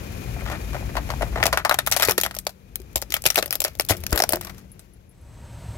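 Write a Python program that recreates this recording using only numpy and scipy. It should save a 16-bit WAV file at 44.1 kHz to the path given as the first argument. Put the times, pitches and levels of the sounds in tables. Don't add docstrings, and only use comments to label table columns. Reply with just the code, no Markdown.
import sys
import numpy as np
from scipy import signal
from scipy.fft import rfft, irfft, next_fast_len
from scipy.io import wavfile
from scipy.ndimage import uniform_filter1d

SR = 44100
rng = np.random.default_rng(int(sys.argv[2]) if len(sys.argv) > 2 else 0)


def unload_audio(sound):
    columns = np.transpose(np.atleast_2d(sound))
    steps = np.round(np.clip(columns, -1, 1) * 32767)
    wavfile.write(sys.argv[1], SR, steps.astype(np.int16))


def linear_from_db(decibels):
    return 10 ** (np.asarray(decibels, float) / 20)


N = 254752
TIME = np.arange(N) / SR
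BREAK = 6000
RUN_UP = 70


def rms_one(x):
    return x / np.sqrt(np.mean(x ** 2) + 1e-20)


def peak_of(x, size):
    return np.sqrt(uniform_filter1d(np.mean(x[:, :500] ** 2, axis=0), size).max())


def at_hz(points, hz):
    point_hz, db = np.transpose(points)
    return np.interp(np.log(np.maximum(hz, 1)), np.log(point_hz), db)


def bins_hz(size):
    return np.arange(size // 2 + 1) * SR / size


def drift(rate):
    r = np.exp(-80 * np.pi * rate / SR)
    slow = signal.lfilter([1], [1, -2 * r, r * r], rng.standard_normal(N // 40 + 2002))[2000:]
    return np.interp(np.arange(N) / 40, np.arange(len(slow)), rms_one(slow))


def resonance(x, hz, width):
    r = np.exp(-np.pi * width / SR)
    poles = [1, -2 * r * np.cos(2 * np.pi * hz / SR), r * r]
    return signal.lfilter([(1 - r * r) / 2, 0, (r * r - 1) / 2], poles, x)


def ring(clicks, hz, t60):
    r, w = linear_from_db(-60 / (t60 * SR)), 2 * np.pi * hz / SR
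    return signal.lfilter([0, np.sin(w)], [1, -2 * r * np.cos(w), r * r], clicks + 1e-18)


def strikes(rows):
    out = np.zeros(N)
    for s, db in rows:
        out[round(s * SR)] += linear_from_db(db)
    return out


def coloured(spectrum):
    size = next_fast_len(N)
    white = rfft(rng.standard_normal(size))
    return rms_one(irfft(white * linear_from_db(at_hz(spectrum, bins_hz(size))), size)[:N])


def tones(lines):
    total = np.zeros(N)
    for hz, width, db in lines:
        once = resonance(rng.standard_normal(N), hz, width)
        total += linear_from_db(db) * rms_one(resonance(once, hz, width))
    return total


# start in seconds, snap level in dB,
# shell level in dB, strongest shell mode in Hz, crumbling t60 in seconds.
BONNET = [(1.2235, -48, -25, 1700, 0.039), (1.361, -53, -37, 1820, 0.09), (1.429, -27, -5, 1950, 0.035),
          (1.437, -19, -23, 1800, 0.033), (1.44, -40, -21.5, 644, 0.046), (1.456, -15.5, -13.5, 750, 0.07),
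          (1.4663, -13, -19.5, 720, 0.031), (1.479, -35, -21, 690, 0.067),
          (1.526, -37.5, -31.5, 1000, 0.089), (1.5286, -18, -10.5, 1230, 0.053),
          (1.534, -28.5, -22, 1060, 0.11), (1.574, -19.5, -9, 1230, 0.072),
          (1.6499, -20, -11.5, 1060, 0.052), (1.656, -32, -19.5, 1000, .04),
          (1.663, -36, -28.5, 905, 0.089), (1.695, -14.5, -11, 1220, 0.036), (1.712, -22, -5, 1240, 0.027),
          (1.718, -39, -28, 1090, .1), (1.724, -29, -19, 1120, 0.077), (1.743, -18, -17.5, 855, 0.034),
          (1.7884, -12.5, -10.5, 1750, 0.052), (1.8643, -20, -34, 1270, 0.083),
          (1.8734, -15.5, -15, 1240, 0.042), (1.902, -35.5, -46, 940, 0.021),
          (1.915, -14.5, -25, 1230, 0.082), (1.923, -15, -15.5, 1860, 0.078),
          (1.9645, -15, -17, 910, 0.083), (1.9983, -19, -19, 895, 0.037), (2.008, -28, -23, 2120, 0.096),
          (2.0233, -13.5, -11.5, 1370, 0.029), (2.025, -22, -25, 595, 0.02),
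          (2.03, -14.5, -11, 1630, 0.081), (2.0505, -16, -30.5, 760, 0.062)]
WINDSCREEN = [(2.0752, -23, -30, 814, 0.055), (2.0856, -17, -9, 420, 0.068),
              (2.0955, -15.5, -15, 905, 0.056), (2.11, -12, -19.5, 1300, 0.056),
              (2.12, -22.5, -38, 1200, 0.027), (2.1797, -13.5, -18, 1500, 0.056),
              (2.1822, -21, -11, 420, 0.023), (2.201, -26.5, -27, 1440, 0.021),
              (2.213, -14, -30.5, 2600, 0.04), (2.235, -15, -24, 646, 0.083),
              (2.252, -30.5, -22.5, 1420, 0.074), (2.2629, -24, -17, 1400, 0.023),
              (2.311, -33, -28.5, 1280, .055), (2.3434, -42, -36, 1470, 0.047),
              (2.35, -27.5, -48.5, 620, 0.043), (2.366, -31.5, -31, 655, 0.066),
              (2.388, -21, -44.5, 1517, 0.043), (2.468, -18.5, -18, 674, 0.046),
              (2.4933, -36, -39.5, 850, 0.078), (2.7572, -18, -39.5, 1370, 0.031),
              (2.801, -43, -62, 2400, .026), (2.818, -46, -58, 2000, .026)]
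ROOF = [(2.9584, -11, -21, 970, 0.076), (3.0171, -23.5, -41.5, 620, 0.03), (3.0237, -26, -26.5, 626, 0.047),
        (3.1049, -29.5, -39, 2700, .05), (3.1222, -21, -26.5, 2000, 0.069), (3.1409, -11, -19, 1990, 0.059),
        (3.1663, -25, -21.5, 1250, 0.045), (3.221, -27.5, -59, 360, 0.022), (3.24, -27.5, -34, 800, 0.078),
        (3.255, -14, -17.5, 636, .045), (3.2626, -10.5, -17, 2290, 0.065), (3.262, -32, -17.5, 627, 0.026),
        (3.2659, -11.5, -24, 595, 0.024), (3.2861, -29.5, -32, 2050, 0.036),
        (3.3033, -13, -20, 1940, 0.045), (3.321, -39, -36, 1420, 0.059), (3.345, -30, -35, 1960, .04),
        (3.358, -11, -19, 2700, 0.041), (3.3719, -16, -21, 594, 0.072), (3.3792, -16.5, -11, 646, 0.05),
        (3.3875, -17, -15, 604, 0.051), (3.4261, -20, -19.5, 636, 0.052), (3.4597, -20, -30.5, 546, 0.04),
        (3.4786, -37.5, -37, 603, 0.046), (3.5079, -18, -31, 576, 0.042), (3.527, -15, -20.5, 2500, 0.062),
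        (3.5428, -32.5, -34.5, 670, 0.072), (3.5544, -17, -29, 630, 0.038)]
CARGO_BED = [(3.604, -12, -30, 546, 0.04), (3.6186, -17.5, -29.5, 670, 0.046),
             (3.6415, -14.5, -46.5, 624, 0.03), (3.6487, -14, -19, 670, 0.05),
             (3.655, -34.5, -30, 2100, 0.1), (3.681, -30.5, -33, 660, 0.029),
             (3.7522, -38.5, -42.5, 626, .06), (3.7985, -40, -20, 1950, 0.025),
             (3.7978, -13, -17, 645, 0.021), (3.8087, -20.5, -21, 2200, 0.03),
             (3.8198, -28, -40, 2330, 0.021), (3.85, -30, -70, 360, 0.02), (3.864, -41, -70, 360, 0.021),
             (3.8885, -20.5, -33, 1300, 0.12), (3.8965, -19.5, -20, 710, 0.095),
             (3.9035, -22, -30, 620, 0.038), (3.9075, -16, -12.5, 620, 0.055),
             (3.92, -46, -22.5, 2000, 0.082), (3.9682, -33, -49, 370, 0.074),
             (4.0375, -28, -33.5, 650, 0.031), (4.066, -20.5, -30.5, 1400, 0.034),
             (4.098, -45, -42, 410, 0.14)]
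TAILGATE = [(4.1243, -37, -22, 605, 0.053), (4.128, -14.5, -16.5, 1410, 0.034),
            (4.132, -53, -27, 576, 0.19), (4.152, -30, -52, 660, 0.027), (4.1595, -17, -23.5, 620, 0.035),
            (4.1764, -15.5, -17, 1410, 0.035), (4.182, -22.5, -32, 700, 0.049),
            (4.192, -20.5, -25, 610, .06), (4.202, -14.5, -11, 726, 0.027), (4.2218, -13, -18, 640, 0.037),
            (4.238, -16, -13, 680, 0.035), (4.2919, -12.5, -26, 620, 0.039), (4.306, -30, -27, 600, 0.092),
            (4.323, -12.5, -23.5, 605, 0.032), (4.3339, -17, -12, 617, 0.052),
            (4.347, -37, -21, 620, 0.045), (4.358, -21.5, -29, 550, 0.029), (4.37, -38, -25, 593, 0.033),
            (4.4113, -26.5, -33.5, 940, 0.021), (4.449, -30, -37.5, 1460, .04),
            (4.47, -40, -38.5, 1030, 0.098), (4.497, -44, -41, 1320, 0.083),
            (4.581, -43.5, -48.5, 1220, 0.095), (4.794, -40, -49, 1260, 0.083)]
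# width of its ring as a share of pitch, extra thinness, brightest ring in Hz.
PARTS = [
    (0.39, 0.05, 3800),
    (0.87, 0.032, 4240),
    (0.19, 0.065, 5360),
    (0.22, 0.067, 5700),
    (0.29, 0.27, 5170),
]
CREAKS = [(0.365, -55, -32.5, 800, 0.043), (0.392, -54, -38, 1510, 0.057), (0.409, -55, -33, 1660, 0.037),
          (0.42, -52, -31, 700, .05), (0.456, -44, -33, 1800, .06), (0.462, -54, -29, 1150, 0.082),
          (0.475, -50, -31, 1800, 0.067), (0.5, -32, -25.5, 696, 0.066), (0.5151, -35.5, -31, 1490, 0.077),
          (0.52, -42, -27, 600, 0.15), (0.551, -52, -30, 1690, 0.046), (0.733, -37, -32, 930, .05),
          (0.7453, -40, -24.5, 660, 0.054), (0.809, -60, -32.5, 560, .04), (0.954, -35, -21.5, 714, .06),
          (0.968, -29, -18.5, 900, 0.072), (1.091, -39, -26, 704, 0.057), (1.103, -28, -19, 980, 0.056),
          (1.116, -34, -35, 1090, 0.045), (1.1378, -45, -25, 1000, 0.04), (1.21, -37, -19, 710, 0.074),
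          (1.2216, -28, -18.5, 695, 0.07), (1.359, -40, -19.5, 680, 0.11), (1.3835, -48, -33, 900, .06),
          (1.401, -46, -26, 690, .05), (1.4118, -39, -30, 800, .06)]
MORE_CREAKS = [(0.675, -64, -38, 650, 0.054), (0.747, -50, -33, 1600, .05), (0.766, -54, -29.5, 900, 0.046),
               (0.826, -58, -34, 750, .04), (0.893, -60, -32, 650, .06), (0.97, -45, -28.5, 1800, .05),
               (1.265, -55, -37, 800, .05), (1.327, -58, -32.5, 750, 0.086)]
# start in seconds, snap level in dB.
TICKS = [(1.8944, -36), (2.4144, -48), (2.4513, -42), (2.9302, -43), (3.7344, -48), (3.7733, -46),
         (4.0048, -37), (4.0114, -40), (4.0931, -40), (4.1076, -30), (4.1174, -31.5), (3.789, -36)]


def fractures():
    rows = []
    for s, snap_db, shell_db, hz, t60 in CREAKS:
        rows.append((s, snap_db + 0.54, shell_db + 1, hz, t60, .65, .3, 0, 3000))
    for part, own in zip((BONNET, WINDSCREEN, ROOF, CARGO_BED, TAILGATE), PARTS):
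        for s, snap_db, shell_db, hz, t60 in part:
            brittle = np.clip(1 - (t60 - 0.071) / 0.059, .1, 1)
            rows.append((s, snap_db + 5.34, shell_db + 1.54, hz, t60, brittle, *own))
    for when, size, pitch in rng.random((14, 3)):
        db = -31.5 - 34 * when - 5.1 * size
        rows.append((4.38 + 0.36 * when, db, db - 3, 500 * 4 ** pitch, .04, .4, .3, 0, 5000))
    for row in MORE_CREAKS:
        rows.append((*row, .3, .35, 0, 3000))
    for s, db in TICKS:
        rows.append((s, db + 2.5, db - 31, 2000, .022, .8, .3, 0, 5200))
    return rows


# start in seconds, ring in Hz, top above 9.5 kHz in dB.
OWN_RINGS = [(0.968, 4500, 2), (1.103, 4400, -2), (1.456, 7170, -1), (1.466, 2510, -10), (1.529, 4420, -7),
             (1.574, 2400, 1), (1.695, 4000, 2), (1.712, 2440, 10), (1.743, 7350, 3), (1.788, 3710, -9),
             (1.873, 7630, 4), (1.923, 5930, -4), (2.05, 4460, -8), (2.086, 2440, 3), (2.11, 5620, 5),
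             (2.235, 3260, -4), (2.388, 8430, -5), (2.468, 4700, -2), (2.757, 3990, 3.5), (2.958, 7370, 1),
             (3.122, 6830, -1.5), (3.141, 3270, 4.5), (3.263, 2380, -7), (3.303, 5710, -7),
             (3.358, 2640, 2.5), (3.372, 5630, 5), (3.388, 3960, -4), (3.426, 2730, -1), (3.46, 9000, 6),
             (3.508, 5200, -6), (3.527, 9500, 8), (3.554, 5070, 4), (3.604, 7600, -1), (3.619, 5400, 0.5),
             (3.642, 5630, -4), (3.798, 5300, 3), (3.809, 9290, -7), (4.066, 5710, 0), (4.128, 7160, 0),
             (4.159, 7520, 6), (4.202, 5300, -3), (4.222, 5270, -9), (4.237, 5630, -1), (4.292, 9010, 3),
             (4.323, 8250, 8), (4.794, 8130, -8)]


def own_ring(s):
    near = min(OWN_RINGS, key=lambda row: abs(row[0] - s))
    return near[1:] if abs(near[0] - s) < .0028 else None


def splinters(share, dense):
    size = N + BREAK
    dust = rng.standard_normal((3, size))
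    uneven = linear_from_db(3.5 * np.minimum(rng.exponential(1, (3, size)), 2.5))
    grains = uneven * dust * (rng.random((3, size)) < dense)
    lumps = np.zeros(size)
    for spread_db, length in ((3, 60), (2, 240)):
        lumps += spread_db * np.repeat(rng.standard_normal(size // length + 1), length)[:size]
    paths = share * grains[0] + np.sqrt(1 - share ** 2) * grains[1:]
    return rms_one(paths) * linear_from_db(lumps), dust[1:]


def crumble(stock, at, t60, blow):
    t = (np.arange(BREAK) - RUN_UP) / SR
    grains, dust = (x[:, at:at + BREAK] for x in stock)
    rise = linear_from_db(np.minimum(t, 0) * 11000) * np.minimum(np.arange(BREAK) / 10, 1)
    t = np.maximum(t, 0)
    fall = grains * linear_from_db(-60 * t / t60) + dust * linear_from_db(-24 - 60 * t / 0.21)
    return rise * fall + np.roll(blow, RUN_UP, axis=-1)


def snap_burst(burst, listed, bright_hz, thin):
    own = sum(resonance(burst, hz, 0.065 * hz) for hz in 2900 * 5.92 ** rng.random(3))
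    bright_hz = bright_hz * 1.187 ** rng.standard_normal()
    if listed:
        own = .4 * own + 2.65 * resonance(burst, listed[0], width=290)
    else:
        own = own + 0.77 * resonance(burst, bright_hz, width=350)
    burst = signal.lfilter([1, -thin], [1], burst + 0.89 * own)
    if listed:
        top = signal.lfilter(*signal.butter(2, 9500, "high", fs=SR), burst)
        burst = burst + (linear_from_db(listed[1]) - 1) * top
    burst[1] = np.roll(burst[1], rng.integers(-3, 5))
    burst[:, -8:] = 0
    return burst


# pitch in Hz, width in Hz, level in dB.
SHELL = [(362, 210, 3), (612.6, 137, 7.5), (830, 170, -8.5), (1260, 60, -2), (1410, 380, -1.5),
         (1790, 1400, 4), (1800, 170, -4.5), (2700, 4200, 1)]


def shell_body(push, hz, width, brittle):
    body = 0
    for k, (mode_hz, mode_width, db) in enumerate(SHELL):
        octaves = abs(np.log2(mode_hz / hz))
        db = db - (4.1 + 5.75 * brittle) * octaves + 2 * rng.standard_normal()
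        body = body + linear_from_db(db) * (-1) ** k * resonance(push, mode_hz, mode_width) / np.sqrt(mode_width)
    own = resonance(push, hz, width * hz) / np.sqrt(width * hz)
    return linear_from_db(-2.5) * body + own + 0.015 * resonance(push, 1040, 1300)


# frequency in Hz, level in dB per Hz.
SNAP = [(1060, -43), (1800, -7), (2400, -1), (2980, -3.5), (4320, -3), (5410, -2), (8860, -6.5),
        (11700, -1), (15400, -8.5), (16700, -21), (17100, -47)]
# frequency in Hz, left minus right in dB.
SNAP_LEAN = [(2000, 6.5), (5000, 6.5), (9500, 1), (12500, 11)]


def toy_shell():
    snap, modes = np.zeros((2, 2, N + BREAK))
    t = np.arange(BREAK) / SR
    bright, dull = splinters(share=0.24, dense=0.31), splinters(share=0.87, dense=.25)
    for s, snap_db, shell_db, hz, t60, brittle, width, thin, bright_hz in fractures():
        at = round(s * SR) - 8 - RUN_UP
        span = slice(at, at + BREAK)
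        lean = linear_from_db(rng.normal(0, 1) * np.array([[1], [-1]]))
        signs = rng.choice([-1, 1], (3, BREAK))
        tear = (0.88 * signs[0] + 0.45 * signs[1:]) * linear_from_db(-5 + 18.55 * brittle - 60 * t / 0.011)
        thin = np.clip(thin + (snap_db - shell_db - 10.5) / 25, -.8, .9)
        burst = snap_burst(crumble(bright, at, t60, blow=tear), own_ring(s), bright_hz, thin)
        snap[:, span] += linear_from_db(snap_db + 2) * lean * burst / peak_of(burst, size=40)
        jolt = signs[0, 0] * linear_from_db(6.5 + 13.64 * brittle - 60 * t / 0.00043)
        body = shell_body(crumble(dull, at, 1.32 * t60, blow=jolt), hz, width, brittle)
        modes[:, span] += linear_from_db(shell_db - 3) * lean * body / peak_of(body, size=80)
    size = next_fast_len(N + BREAK)
    hz = bins_hz(size)
    colour = linear_from_db(at_hz(SNAP, hz) + at_hz(SNAP_LEAN, hz) * np.array([[.5], [-.5]]))
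    snap = irfft(rfft(snap, size) * colour, size)[:, :N]
    modes = signal.sosfilt(signal.butter(2, 280, "high", fs=SR, output="sos"), modes)
    for layer in (snap, modes):
        layer[1] = np.roll(layer[1], 6)
    return snap + modes[:, :N] * linear_from_db([[2.8], [-2.8]])


# start in seconds, level in dB, pitch in Hz, t60 in seconds.
THUMPS = [(2.086, -17.5, 120, 0.038), (2.26, -33, 70, 0.14), (2.962, -23, 62.5, 0.11),
          (3.263, -21.5, 133, 0.043), (3.373, -30, 189, 0.12), (3.904, -14.5, 95.4, 0.12),
          (2.96, -29, 360, 0.046), (2.8, -32.5, 370, 0.068), (3.909, -20, 310, 0.056),
          (3.1, -33, 332, 0.035), (3.991, -29, 81, 0.3), (4.126, -11, 62, 0.084), (4.129, -9, 310, 0.012),
          (4.336, -30, 130, 0.034), (4.335, -13, 340, 0.038)]
# start in seconds, level in dB.
TWANGS = [
    (2.09, -33.5),
    (3.906, -33.5),
    (4.333, -33.5),
]
# pitch in Hz, level in dB, t60 in seconds.
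SPRING = [(188.6, -9, 2.38), (353, -2.5, 0.5)]


def thumps():
    low = sum(ring(strikes([(s, db)]), hz, t60) for s, db, hz, t60 in THUMPS)
    low = signal.sosfilt(signal.butter(2, 36, "high", fs=SR, output="sos"), low)
    soft = signal.lfilter([.07], [1, -.93], low)
    spring = sum(linear_from_db(db) * ring(strikes(TWANGS), hz, t60) for hz, db, t60 in SPRING)
    return (soft + spring) * linear_from_db([[2.6], [-3.6]])


# start in seconds, peak level in dB.
CHIP = [
    (4.7174, -35),
    (4.7198, -55),
    (4.9352, -46.5),
    (5.0784, -68),
    (5.0933, -47),
    (5.1114, -51.5),
    (5.181, -61.5),
    (5.2124, -53.5),
]
# pitch in Hz, level in dB, t60 in seconds.
CHIP_MODES = [(11000, -1.5, 0.056), (11800, -12, 0.058), (13600, -19, 0.014)]


def chip():
    ticks = strikes(CHIP)
    rings = sum(linear_from_db(db - 3) * ring(ticks, hz, t60) for hz, db, t60 in CHIP_MODES)
    return (rings + 0.08 * ticks) * linear_from_db([[4], [-6]])


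# frequency in Hz, left-right likeness from 0 to 1.
LIKENESS = [(60, 0.89), (130, 0.9), (290, 0.94), (640, 0.94), (1400, 0.18), (15000, 0.17)]
# frequency in Hz, left minus right in dB.
LEAN = [(60, 6.5), (1300, 6.5), (4400, 7), (15000, 15.5)]


def two_ports(near, other, lag):
    size = next_fast_len(N)
    hz = bins_hz(size)
    alike, lean = at_hz(LIKENESS, hz), linear_from_db(at_hz(LEAN, hz) / 2)
    left = rfft(near, size)
    late = left * np.exp(-2j * np.pi * hz * lag / SR)
    right = (alike * late + np.sqrt(1 - alike ** 2) * rfft(other, size)) / lean
    return np.array([irfft(left * lean, size)[:N], irfft(right, size)[:N]])


# time in seconds, gain in dB.
GAIN = [(0, -0.5), (.9, 0), (1.45, -1), (1.65, -10.5), (2.1, -9.5), (2.5, -20.5), (2.9, -14), (3.7, -16.5),
        (4.05, -7.5), (4.5, -12), (4.7, -17.5), (5.0, -21.5), (5.78, -27)]
# pitch in Hz, width in Hz, level in dB.
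IDLE_TONES = [(52.7, 13, 1), (124.6, 16, -6.5)]
# frequency in Hz, level in dB per Hz.
RUMBLE = [(15, -44), (25, -32.5), (48, 0), (110, -5), (315, -17), (533, -20), (900, -31.5), (1170, -72.5),
          (1980, -120)]
# frequency in Hz, level in dB per Hz.
HISS = [(410, -34), (700, 2), (899, 1), (1330, -1.5), (2450, -1.5), (3490, -6.5), (7020, -11.5),
        (8110, -20), (11900, -14.5), (15300, -21.5), (16300, -9.5)]


def engine_hiss():
    hiss = coloured(HISS) * linear_from_db(1.2 * drift(25))
    treble = signal.sosfilt(signal.butter(2, 5000, "high", fs=SR, output="sos"), hiss)
    lifted = hiss + (linear_from_db(3) - 1) * treble
    return signal.sosfilt(signal.cheby2(10, 40, 16300, fs=SR, output="sos"), lifted)


def idling_car():
    gain_db = np.interp(TIME, *np.transpose(GAIN))
    tone_db = -46.5 + 0.64 * gain_db
    rumble_db = -33 + 0.86 * gain_db
    hiss_db = -43.5 + gain_db
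    whine_db = -52.5 + 0.93 * gain_db
    tone_db = tone_db + np.interp(TIME, [0, 0.299, 1.45, 1.651], [-51, 9, 13, 0])
    whine_db = whine_db - np.interp(TIME, [.85, 1.0, 2.9, 3.3], [1, 5, 1, 11])
    flutter = linear_from_db(whine_db + 1.7 * drift(24) + 1.3 * drift(3))
    paths = []
    for port in range(2):
        path = linear_from_db(tone_db) * tones(IDLE_TONES)
        path += flutter * tones([(2435, 105, 0)])
        path += linear_from_db(rumble_db) * coloured(RUMBLE)
        path += linear_from_db(hiss_db) * engine_hiss()
        paths.append(path)
    return two_ports(*paths, lag=21)


# frequency in Hz, level in dB per Hz.
NEXT_CAR = [(18, -42), (30, -8.5), (60, -5.5), (121, -9), (418, -27.5), (589, -21), (852, -27.5),
            (922, -29.5), (1140, -29.5), (6650, -43), (8220, -41), (10700, -48.5), (13200, -46),
            (16300, -61.5)]
# pitch in Hz, width in Hz, level in dB.
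NEXT_TONES = [(70.2, 6, -2), (105.8, 26, -1.5), (935, 29, -19.5), (4130, 100, -29), (6350, 60, -28.5),
              (8010, 870, -20)]


def next_car():
    start_s, top_db = 5.082, -39
    fade = np.clip((TIME - start_s) / (N / SR - start_s), 0, 1)
    sound = linear_from_db(top_db) * fade * (coloured(NEXT_CAR) + tones(NEXT_TONES))
    return sound * linear_from_db([[.1], [-.1]])


def scene():
    return toy_shell() + thumps() + chip() + idling_car() + next_car()


def band_limit(x):
    return signal.sosfilt(signal.butter(12, 17020, fs=SR, output="sos"), x)


def record(dry):
    rounded = .9 * np.tanh(dry / .9)
    cut = signal.sosfilt(signal.cheby2(14, 80, 17300, fs=SR, output="sos"), rounded)
    return band_limit(cut)


dry = scene()
out = record(dry)
unload_audio(out)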